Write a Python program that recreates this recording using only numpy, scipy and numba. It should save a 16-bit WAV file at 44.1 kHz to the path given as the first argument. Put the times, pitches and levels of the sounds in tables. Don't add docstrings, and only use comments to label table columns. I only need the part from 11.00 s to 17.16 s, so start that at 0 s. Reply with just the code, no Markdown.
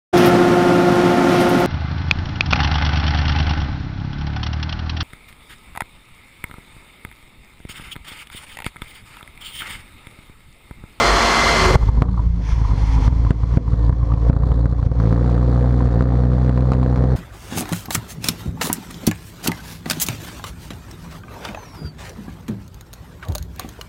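import sys
import numpy as np
from scipy import signal
from scipy.fft import rfft, irfft, next_fast_len
from scipy.io import wavfile
from scipy.ndimage import map_coordinates
from numba import njit

SR = 44100
rng = np.random.default_rng(int(sys.argv[2]) if len(sys.argv) > 2 else 0)


def wav_record(signal):
    frames = np.transpose(np.atleast_2d(signal))
    bounded = np.clip(frames, -1, 1)
    quanta = np.round(bounded * 32767).astype(np.int16)
    wavfile.write(sys.argv[1], SR, quanta)


N = 271656
TIME = np.arange(N) / SR
AROUND = np.arange(-SR // 30, SR // 25) / SR
OTHER_MOUTH_S = 0.00763


def pulse_jet():
    cycles, loud = cycle_count()
    air = air_swing(cycles) + outflow(cycles) + pipe_hum() + intake(cycles)
    return air + explosions(*firings(cycles, loud)) + hoots() + mouth_note()

# t/s, level/dB
BURN_STRENGTH = [(.55, -32), (.72, -30), (.8, 8.5), (.95, 19), (1.05, 25.5), (1.33, 18.5), (1.45, 10.5),
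                 (1.65, 12.5), (1.9, 7), (2.2, 19), (2.55, 16), (2.8, 26), (3.2, 19.5), (3.5, 32.5),
                 (3.9, 18), (4.1, 30.5), (6.16, 31.5)]
def burn_db():
    return curves(BURN_STRENGTH)[0]

# t/s, warmth (0 cold, 1 hot)
WARMTH = [(.7, 0.022), (1.1, 0.65), (1.5, .22), (1.75, 0.33), (2.7, 0.85), (4.3, 0.93)]
def with_heat(cold, hot):
    return cold + (hot - cold) * curves(WARMTH)[0]

def with_lock(stuttering, steady):
    lock_s, locking_s = 3.93, 0.11
    return np.interp(TIME, [lock_s, lock_s + locking_s], [stuttering, steady])

# t/s, f/Hz
FIRING_RATE = [(0.7, 52.8), (1.0, 54), (3.9, 58.04), (4.05, 55.97), (4.23, 61.45), (4.34, 59.66),
               (4.45, 61.4), (4.85, 61.37), (4.95, 55.6), (5.02, 62.3), (5.12, 60.53), (5.45, 62.6),
               (5.8, 64.1), (6.16, 62.3)]
def cycle_count():
    free = np.cumsum(curves(FIRING_RATE)[0]) / SR
    at_bangs = np.interp(np.transpose(STANDOUT_BANGS)[0], TIME, free)
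    whole = np.cumsum(np.r_[0, np.maximum(np.round(np.diff(at_bangs)), 1)])
    return free + np.interp(free, at_bangs, whole - at_bangs), whole.astype(int)

# t/s, peak level/dB, width/s, crack level/dB compared with the peak
STANDOUT_BANGS = [(.7104, -1, 0.0015, -7), (.7593, 24.5, 0.0024, -12.5), (.8311, 16.5, 0.0094, -18),
                  (.8929, 28.5, 0.0039, -16), (.9836, 26, 0.0098, -25), (1.0218, 41, 0.0017, -10),
                  (1.0555, 27, .004, -14), (1.0894, 31.5, 0.004, -11.5), (1.1447, 25, .0048, -14.5),
                  (1.179, 23, 0.0043, -8), (1.1973, 28, 0.0047, -12), (1.2702, 28.5, 0.0058, -36),
                  (1.303, 24.5, 0.0062, -46), (1.3382, 22, 0.0057, -43), (1.4906, 16, 0.004, -16),
                  (1.5269, 17.5, 0.011, -22), (1.5802, 16.5, 0.0039, -17), (1.6179, 20.5, 0.0031, -24),
                  (1.636, 12, 0.0055, -19), (1.6542, 16, 0.0053, -11.5), (1.6975, 8.5, 0.0078, -16),
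                  (1.7153, 15, 0.0084, -13.5), (1.7358, 16.5, 0.0029, -17.5), (1.779, 14, 0.0027, -17),
                  (1.8347, 13.5, 0.0071, -27), (1.8924, 11, 0.009, -18), (1.9639, 15, 0.0037, -18),
                  (1.9817, 15, 0.0059, -12), (2.0237, 15.5, 0.0034, -19), (2.0805, 30, 0.0026, -17.5),
                  (2.1282, 25.5, 0.0036, -19.5), (2.163, 21.5, 0.0059, -25), (2.1992, 24, 0.0049, -23),
                  (2.2511, 24, 0.003, -17.5), (2.2698, 25.5, 0.0042, -12.5), (2.3083, 36.5, 0.002, -13.5),
                  (2.4361, 29, 0.0039, -19), (2.5227, 23, 0.0058, -23), (2.5406, 21.5, 0.0027, -16),
                  (2.5737, 40.5, 0.0017, -20.5), (2.6812, 29.5, 0.0039, -17.5),
                  (2.7349, 34.5, 0.003, -22.5), (2.8965, 36, 0.0031, -18.5), (2.9284, 33, 0.0035, -17),
                  (3.0328, 31.5, 0.0038, -20.5), (3.1036, 23.5, 0.005, -13), (3.1218, 27, 0.0041, -12.5),
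                  (3.1395, 31, 0.0031, -17), (3.1765, 24.5, 0.0045, -13.5), (3.2992, 42.5, 0.0017, -20.5),
                  (3.3315, 35.5, 0.003, -16), (3.3663, 39, 0.0028, -20), (3.4363, 35.5, 0.0036, -14.5),
                  (3.4684, 35, 0.0028, -21), (3.5194, 38.5, 0.0035, -14.5), (3.6583, 36.5, 0.0027, -16.5),
                  (3.7268, 32, 0.0032, -19.5), (3.7944, 27, 0.0054, -17), (3.8297, 29, 0.003, -18.5),
                  (3.8659, 32.5, 0.0032, -28), (3.9168, 29.5, 0.0028, -21), (3.9844, 25.5, .0042, -26),
                  (4.0022, 27.5, 0.0029, -12.5), (4.1272, 34.5, 0.002, -15.5), (4.808, 26.5, 0.0039, -8),
                  (4.857, 35, 0.0029, -17), (5.009, 38, 0.0021, -16.5), (5.0243, 35, 0.0017, -15),
                  (5.495, 34.5, .0022, -15), (5.5765, 33.5, 0.0022, -15), (5.6084, 33, 0.0025, -15),
                  (5.7198, 34.5, 0.0018, -8), (5.735, 27.5, 0.0017, -4), (5.8309, 31, 0.0025, -11),
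                  (5.8625, 30, 0.0014, -16.5), (5.9602, 25.5, 0.0022, -5), (5.9762, 29, 0.0022, -11.5),
                  (6.04, 32, 0.0018, -13.5)]
def firings(cycles, loud):
    at = np.minimum(np.searchsorted(cycles, np.arange(int(cycles[-1]) + 1)), N - 1)
    force, spit, late = rng.standard_normal((len(at), 3)).T
    extra_db = with_lock(1.8, .8)[at] * force
    starved_db = with_lock(7.5, -1)[at] * np.isin(np.arange(len(at)), loud + 1)
    usual_width = with_lock(0.0064, 0.0029) * with_heat(0.97, 0.93)
    rows = np.c_[at / SR + .00006 * late,
                 burn_db()[at] + extra_db - starved_db,
                 usual_width[at] * np.exp(-0.09 * extra_db),
                 with_lock(-24.5, -19.5)[at] + 1.6 * spit]
    rows[loud] = STANDOUT_BANGS
    times, peak_db, width, crack_db = rows.T
    return np.round(times * SR) / SR, peak_db[:, None], width[:, None], (peak_db + crack_db)[:, None]

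def explosions(times, peak_db, width, crack_db):
    sharpness = 1 / (1 + (width / 0.0034) ** 4)
    answer = with_heat(0.037, 0.15)[np.minimum((times * SR).astype(int), N - 1), None]
    lead_s = 0.3 * width
    crack = amp(crack_db)
    pressure = thumps(times, amp(peak_db), width, answer * sharpness)
    snaps = shock_snaps(times, sharpness * crack, lead_s, answer)
    sizzle = shock_sizzle(times, sharpness * crack, lead_s, answer)
    cough = coughs(times, (1 - 0.59 * sharpness) * crack, width)
    return pressure + tailpipe_ring(pressure) + snaps + sizzle + cough

def thumps(times, strength, width, kick):
    push = .95 * spike(AROUND, width * np.where(AROUND < 0, .34, .44), tip=0.99)
    push += kick * spike(AROUND - OTHER_MOUTH_S, 0.00025, tip=0.73)
    refill_s = 0.0014 + 0.13 * width
    suction = np.exp(-.5 * ((AROUND - .0033 - 0.39 * width) / refill_s) ** 2)
    suction *= push.sum(1, keepdims=True) / suction.sum(1, keepdims=True)
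    return overlap(times, AROUND, strength * (push - suction))

# f/Hz, width/Hz, level/dB
TAILPIPE_NOTES = [(283, 160, 1), (394, 8.4, -9), (492.5, 43, 14), (550, 37, 11), (670, 46, 11.5),
                  (1110, 1300, -6)]
def tailpipe_ring(pressure):
    return resonate(pressure * amp(with_heat(-13, -1.5)), TAILPIPE_NOTES, top_hz=2200)

# f/Hz, level/dB
SNAP_TONE = [(80, -14.5), (300, -5.5), (700, 3), (950, 0.5), (1200, 8.5), (1450, 2), (1800, -2.5),
             (2150, -10), (2550, -20), (3300, -17.5), (4400, -20.5), (5400, -30), (7000, -32),
             (10000, -41.5), (15000, -56)]
def shock_snaps(times, strength, lead_s, answer):
    height = strength * amp(1)
    first = overlap(times - lead_s[:, 0], np.zeros(1), height)
    second = overlap(times + OTHER_MOUTH_S, np.zeros(1), 1.2 * answer * height)
    return signal.fftconvolve(first + second, shortest_click(SNAP_TONE))[:N]

# f/Hz, level/dB
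SIZZLE_TONE = [(90, -19), (220, 3.5), (350, -11.5), (520, 2.5), (700, 4.5), (1200, 4), (1800, -12.5),
               (2500, -16), (3400, -22.5), (4400, -19), (5400, -30.5), (6800, -29), (8500, -37.5),
               (10500, -40.5), (15000, -62.5)]
def shock_sizzle(times, strength, lead_s, answer):
    since_front = AROUND + lead_s
    first = spike(since_front, np.where(since_front < 0, .0002, .0011), tip=0.98)
    second = 2.8 * answer * spike(AROUND - OTHER_MOUTH_S, 0.00074, tip=0.35)
    return overlap(times, AROUND, strength * amp(-1.5) * (first + second)) * noise(SIZZLE_TONE)

# f/Hz, level/dB
COUGH_TONE = [(250, -7), (420, -1), (650, -8.5), (810, 12.5), (1000, 11.5), (1250, 9), (1700, -19.5),
              (3000, -40.5), (8000, -44.5)]
def coughs(times, strength, width):
    puffs = overlap(times, AROUND, strength * spike(AROUND + 0.23 * width, 0.84 * width, tip=0.39))
    note_hz = 996 + 90.03 * wobble(200)
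    note = np.sin(2 * np.pi * np.cumsum(note_hz) / SR)
    return puffs * (amp(-6) * note + amp(-12.5) * noise(COUGH_TONE))

def air_swing(cycles):
    level_db = burn_db() + with_lock(-12, -44) + with_heat(3.5, -2) + 3.2 * wobble(3.11)
    return amp(level_db) * np.cos(2 * np.pi * (cycles + 0.016))

# t/s, level/dB compared with the burn
SWIRL_LEVEL = [(1.0, -27), (1.33, -36), (1.9, -28.5), (2.3, -27), (2.8, -23.5), (3.5, -19.5), (4.1, -22),
               (6.16, -19)]
# f/Hz, level/dB
SWIRL_TONE = [(120, 4), (250, 4), (380, 1.5), (520, 11), (585, -11.5), (700, 2), (1200, -22.5),
              (1800, -14.5), (2500, -35.5), (3400, -46), (4400, -34), (5400, -50.5), (6800, -54.5),
              (10000, -63), (15000, -68)]
def outflow(cycles):
    lull = .07
    flow = lull + 1 / (1 + np.exp(-5 * (np.cos(2 * np.pi * (cycles - .24)) + 0.5)))
    return amp(burn_db() + curves(SWIRL_LEVEL)[0] + 1.5 * wobble(45)) * flow * noise(SWIRL_TONE)

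# f/Hz, width/Hz, level/dB
PIPE_NOTES = [(111, 25, 2.5), (149.5, 14, 5.5), (252, 6.7, 1.5), (434, 29, -30), (946, 106, -38)]
def pipe_hum():
    level_db = burn_db() + with_lock(-20, -24) + 2.2 * wobble(20)
    return amp(level_db) * unit(resonate(rng.standard_normal(N), PIPE_NOTES, top_hz=1240))

# f/Hz, level/dB
INTAKE_TONE = [(500, -24), (800, -8), (1080, 2), (1450, -6), (2500, -32), (3500, -15), (4400, -13),
               (5300, -27), (6800, -25), (12000, -39.5)]
def intake(cycles):
    gulps = 1 + 0.68 * np.cos(2 * np.pi * (cycles - .33))
    gust_db = with_lock(3.2, 1.4) * wobble(35)
    return amp(burn_db() + with_lock(-39.5, -42) + gust_db) * gulps * noise(INTAKE_TONE)

# t/s, f/Hz, level/dB compared with the burn
LOW_NOTE = [(.75, 90, -22), (1.0, 138, -14), (1.06, 180, -14.5), (1.12, 184, -13), (1.3, 170, -15.5),
            (1.44, 177, -18.5), (1.55, 168, -26), (2.0, 157, -17.5), (2.4, 172, -25), (3.9, 172, -23.5),
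            (4.3, 180, -42)]
# t/s, f/Hz, level/dB compared with the burn
HIGH_NOTE = [(.8, 160.4, -29), (.98, 241.2, -20), (1.08, 278.5, -21.5), (1.25, 279.2, -33),
             (1.7, 272.2, -34), (1.98, 265.3, -20), (2.08, 249.6, -23), (2.2, 282, -23.5),
             (2.6, 297.5, -28.5), (3.0, 292, -26.5), (3.9, 279.8, -23), (4.3, 276.8, -27.5)]
def hoots():
    return amp(burn_db()) * (fuzzy_note(LOW_NOTE) + fuzzy_note(HIGH_NOTE))

# t/s, f/Hz, level/dB
MOUTH_DRIFT = [(.75, 1003, -32.5), (1.1, 1056, -27), (1.4, 915, -23), (1.65, 958, -14.5), (1.85, 884, -19),
               (2.05, 906, -13.5), (2.3, 999, -16), (2.8, 1082, -12.5), (3.2, 1084, -13),
               (3.9, 1100, -34.5)]
def mouth_note():
    hz, db = curves(MOUTH_DRIFT)
    angle = 2 * np.pi * np.cumsum(hz) / SR
    return amp(db) * unit(wobble(260) * np.cos(angle) + wobble(260) * np.sin(angle))

# t/s, f/Hz
SHAFT_SPEED = [(0, 229.7), (0.76, 229.7), (1.3, 234), (1.8, 233), (2.1, 230), (2.68, 228), (2.79, 205),
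               (2.9, 188), (4, 110)]
# t/s, level/dB
BLOWER_LEVEL = [(0, -14), (.66, -14.5), (1.5, -21.5), (2.7, -13)]
# f/Hz, width/Hz, level/dB
CASING_NOTES = [(387, 10, -8), (1300, 63, -13), (3256, 580, 5.5), (4190, 360, 2)]
# f/Hz, level/dB
BLAST_TONE = [(76, -44.5), (130, -25.5), (186, -13), (223, -3.5), (262, -5.5), (467, 0), (851, -1.5),
              (1100, 4), (1550, -3.5), (2140, -2.5), (2460, -11), (3740, -24.5), (4210, -11.5),
              (6160, -14.5), (15400, -42)]
def leaf_blower():
    shaft_hz, full_db = curves(SHAFT_SPEED) + curves(BLOWER_LEVEL)
    level_db = full_db + 16 * np.log2(shaft_hz / shaft_hz[0])
    whine = fan_whine(shaft_hz)
    casing = unit(resonate(rng.standard_normal(N), CASING_NOTES, top_hz=6000))
    blast = amp(-2.0 + 0.56 * wobble(40)) * noise(BLAST_TONE)
    return amp(level_db) * (blast + amp(-12) * casing + whine)

# vibrations per turn, level/dB
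FAN_TONES = [(1, -17.5), (3, -14), (6, -18.5), (10, -28.5), (15, -26.5), (18, -19.5)]
# t/s, level/dB
BLADE_WHISTLE = [(0, -9.5), (.07, -15), (.16, -23), (0.3, -14.5), (0.4, -9.5), (.5, -9), (.62, -14),
                 (0.72, -11), (1.0, -13), (2.7, -14), (2.8, -4), (2.88, -1), (2.95, -14)]
def fan_whine(shaft_hz, blades=9):
    turns = np.cumsum(shaft_hz * (1 + 0.00037 * wobble(26))) / SR
    def tone(per_turn, db):
        height = amp(db + 0.82 * wobble(13)) * np.sqrt(2)
        return height * np.sin(2 * np.pi * (round(per_turn) * turns + rng.random()))
    return sum(tone(*row) for row in FAN_TONES) + tone(blades, curves(BLADE_WHISTLE)[0])

# t/s, rumble level/dB, roar level/dB
LIGHTING_LEVELS = [(0, -31.5, -20.5), (0.2, -29, -27.5), (0.3, -31, -38), (0.45, -27.5, -29),
                   (0.58, -26, -45), (0.67, -18, -19.5), (0.75, -11, -11), (1, -14, -24),
                   (1.5, -69.5, -57.5)]
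# f/Hz, level/dB
RUMBLE_TONE = [(20, -28.5), (32, -4), (49, -5), (70, 1.5), (100, 1), (125, -13), (158, 1.5), (200, -12),
               (300, -62)]
# f/Hz, level/dB
ROAR_TONE = [(60, -29.5), (120, -0.5), (230, -21), (380, 6.5), (600, -5), (1300, -14.5), (3000, -41)]
# t/s, f/Hz, level/dB
THROB_NOTE = [(0, 50, -24), (.18, 49.3, -18), (.3, 50.2, -30.5), (.45, 50.6, -23.5), (.62, 49.5, -26.5),
              (.73, 38.7, -1), (.8, 45, -33), (.95, 49.3, -63.5)]
# t/s, f/Hz, level/dB
HOWL_NOTE = [(.5, 383, -69), (.59, 383.2, -18.5), (.67, 374.2, -27), (.75, 396, -23), (.8, 393, -32),
             (.95, 400, -73)]
def ignition():
    rumble_db, roar_db = curves(LIGHTING_LEVELS)
    flame = amp(rumble_db) * noise(RUMBLE_TONE) + amp(roar_db) * noise(ROAR_TONE)
    return flame + fuzzy_note(THROB_NOTE) + fuzzy_note(HOWL_NOTE)

# f/Hz, level/dB
HISS_TONE = [(900, -7), (1600, 9), (2300, 11.5), (2900, 2.5), (3400, 8), (3900, -3), (4500, 2), (5800, 5.5),
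             (6800, -4.5), (7800, -19.5), (9300, -11.5), (12000, -24.5), (15000, -39.5)]
def gas_hiss(on_s=0.72, opening_s=0.3, swell_s=1.488, swell_width_s=0.055):
    valve = np.clip((TIME - on_s) / opening_s, 0, 1)
    swell_db = 9 * np.exp(-((TIME - swell_s) / swell_width_s) ** 2)
    return valve * amp(with_lock(-24.5, -21.5) + swell_db + 2.4 * wobble(35)) * noise(HISS_TONE)

# f/Hz, t/s
ECHO_FADE = [(60, 0.88), (250, 0.32), (1000, 0.12), (4000, 0.039), (12000, 0.21)]
def pine_echo(x):
    hz, t, hiss = signal.stft(rng.standard_normal(SR // 2), SR, nperseg=256)
    tail = signal.istft(hiss * amp(-60 * t / along(ECHO_FADE, hz)[:, None]), SR, nperseg=256)[1]
    echo = signal.fftconvolve(np.pad(x, (SR // 100, 0)), tail / np.linalg.norm(tail))[:N]
    return filtered(echo, lambda f: f ** 2 / (f ** 2 + 130 ** 2))

def amp(db):
    return 10 ** (np.asarray(db) / 20)

def unit(x):
    return x / np.sqrt(np.mean(x ** 2) + 1e-20)

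def along(points, hz):
    f, v = np.transpose(points)
    return np.interp(np.log(hz + 1), np.log(f + 1), v)

def curves(rows):
    times, *columns = np.transpose(rows)
    return [np.interp(TIME, times, column) for column in columns]

def wobble(rate):
    return map_coordinates(rng.standard_normal(int(N * rate / SR) + 4), [np.arange(N) * rate / SR])

def filtered(x, response):
    size = next_fast_len(N + SR // 2)
    return irfft(rfft(x, size) * response(np.fft.rfftfreq(size, 1 / SR)), size)[:N]

def noise(tone):
    return unit(filtered(rng.standard_normal(N), lambda hz: amp(along(tone, hz))))

def resonate(x, notes, top_hz):
    ring = lambda f: sum(amp(db) * 1j * f * w / (c * c - f * f + 1j * f * w) for c, w, db in notes)
    return filtered(x, lambda f: ring(f) / (1 + (f / top_hz) ** 4))

def fuzzy_note(rows, fuzz=.55, flutter_hz=22):
    hz, db = curves(rows)
    angle = 2 * np.pi * np.cumsum(hz) / SR
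    note = (1 + fuzz * wobble(flutter_hz)) * np.cos(angle)
    return amp(db) * unit(note + fuzz * wobble(flutter_hz) * np.sin(angle))

def spike(t, width, tip):
    return np.exp(tip - np.hypot(t / width, tip))

def shortest_click(tone, size=1024):
    cepstrum = irfft(np.log(amp(along(tone, np.fft.rfftfreq(size, 1 / SR)))))
    click = irfft(np.exp(rfft(np.r_[cepstrum[0], 2 * cepstrum[1:size // 2]], size)))
    return click / np.abs(click).max()

def overlap(times, t, shapes):
    index = np.round((times[:, None] + t) * SR).astype(int)
    return np.bincount(np.maximum(index, 0).ravel(), shapes.ravel(), N)[:N]

@njit
def follow(size, floor, attack, release):
    level = np.empty(len(size))
    now = floor
    for i in range(len(size)):
        now = max(floor, now + (size[i] - now) / (attack if size[i] > now else release))
        level[i] = now
    return level

def scene():
    jet = pulse_jet()
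    return (jet + amp(-14.5) * pine_echo(jet) + leaf_blower() + ignition() + gas_hiss())[None]

def record(dry):
    ceiling, grab_s, recover_s = float(amp(-8)), 0.0021, 0.13
    held = dry[0] * ceiling / follow(np.abs(dry[0]), ceiling, grab_s * SR, recover_s * SR)
    thin = filtered(held, lambda hz: hz ** 4 / (hz ** 4 + 24 ** 4))
    fade_out = np.minimum(TIME[::-1] / .003, 1)
    treble_cut = lambda hz: (hz < 15500) / np.sqrt(1 + (hz / 13500) ** 10)
    return filtered(np.clip(thin, -1, 1) * fade_out, treble_cut)[None]


dry = scene()
out = record(dry)
wav_record(out)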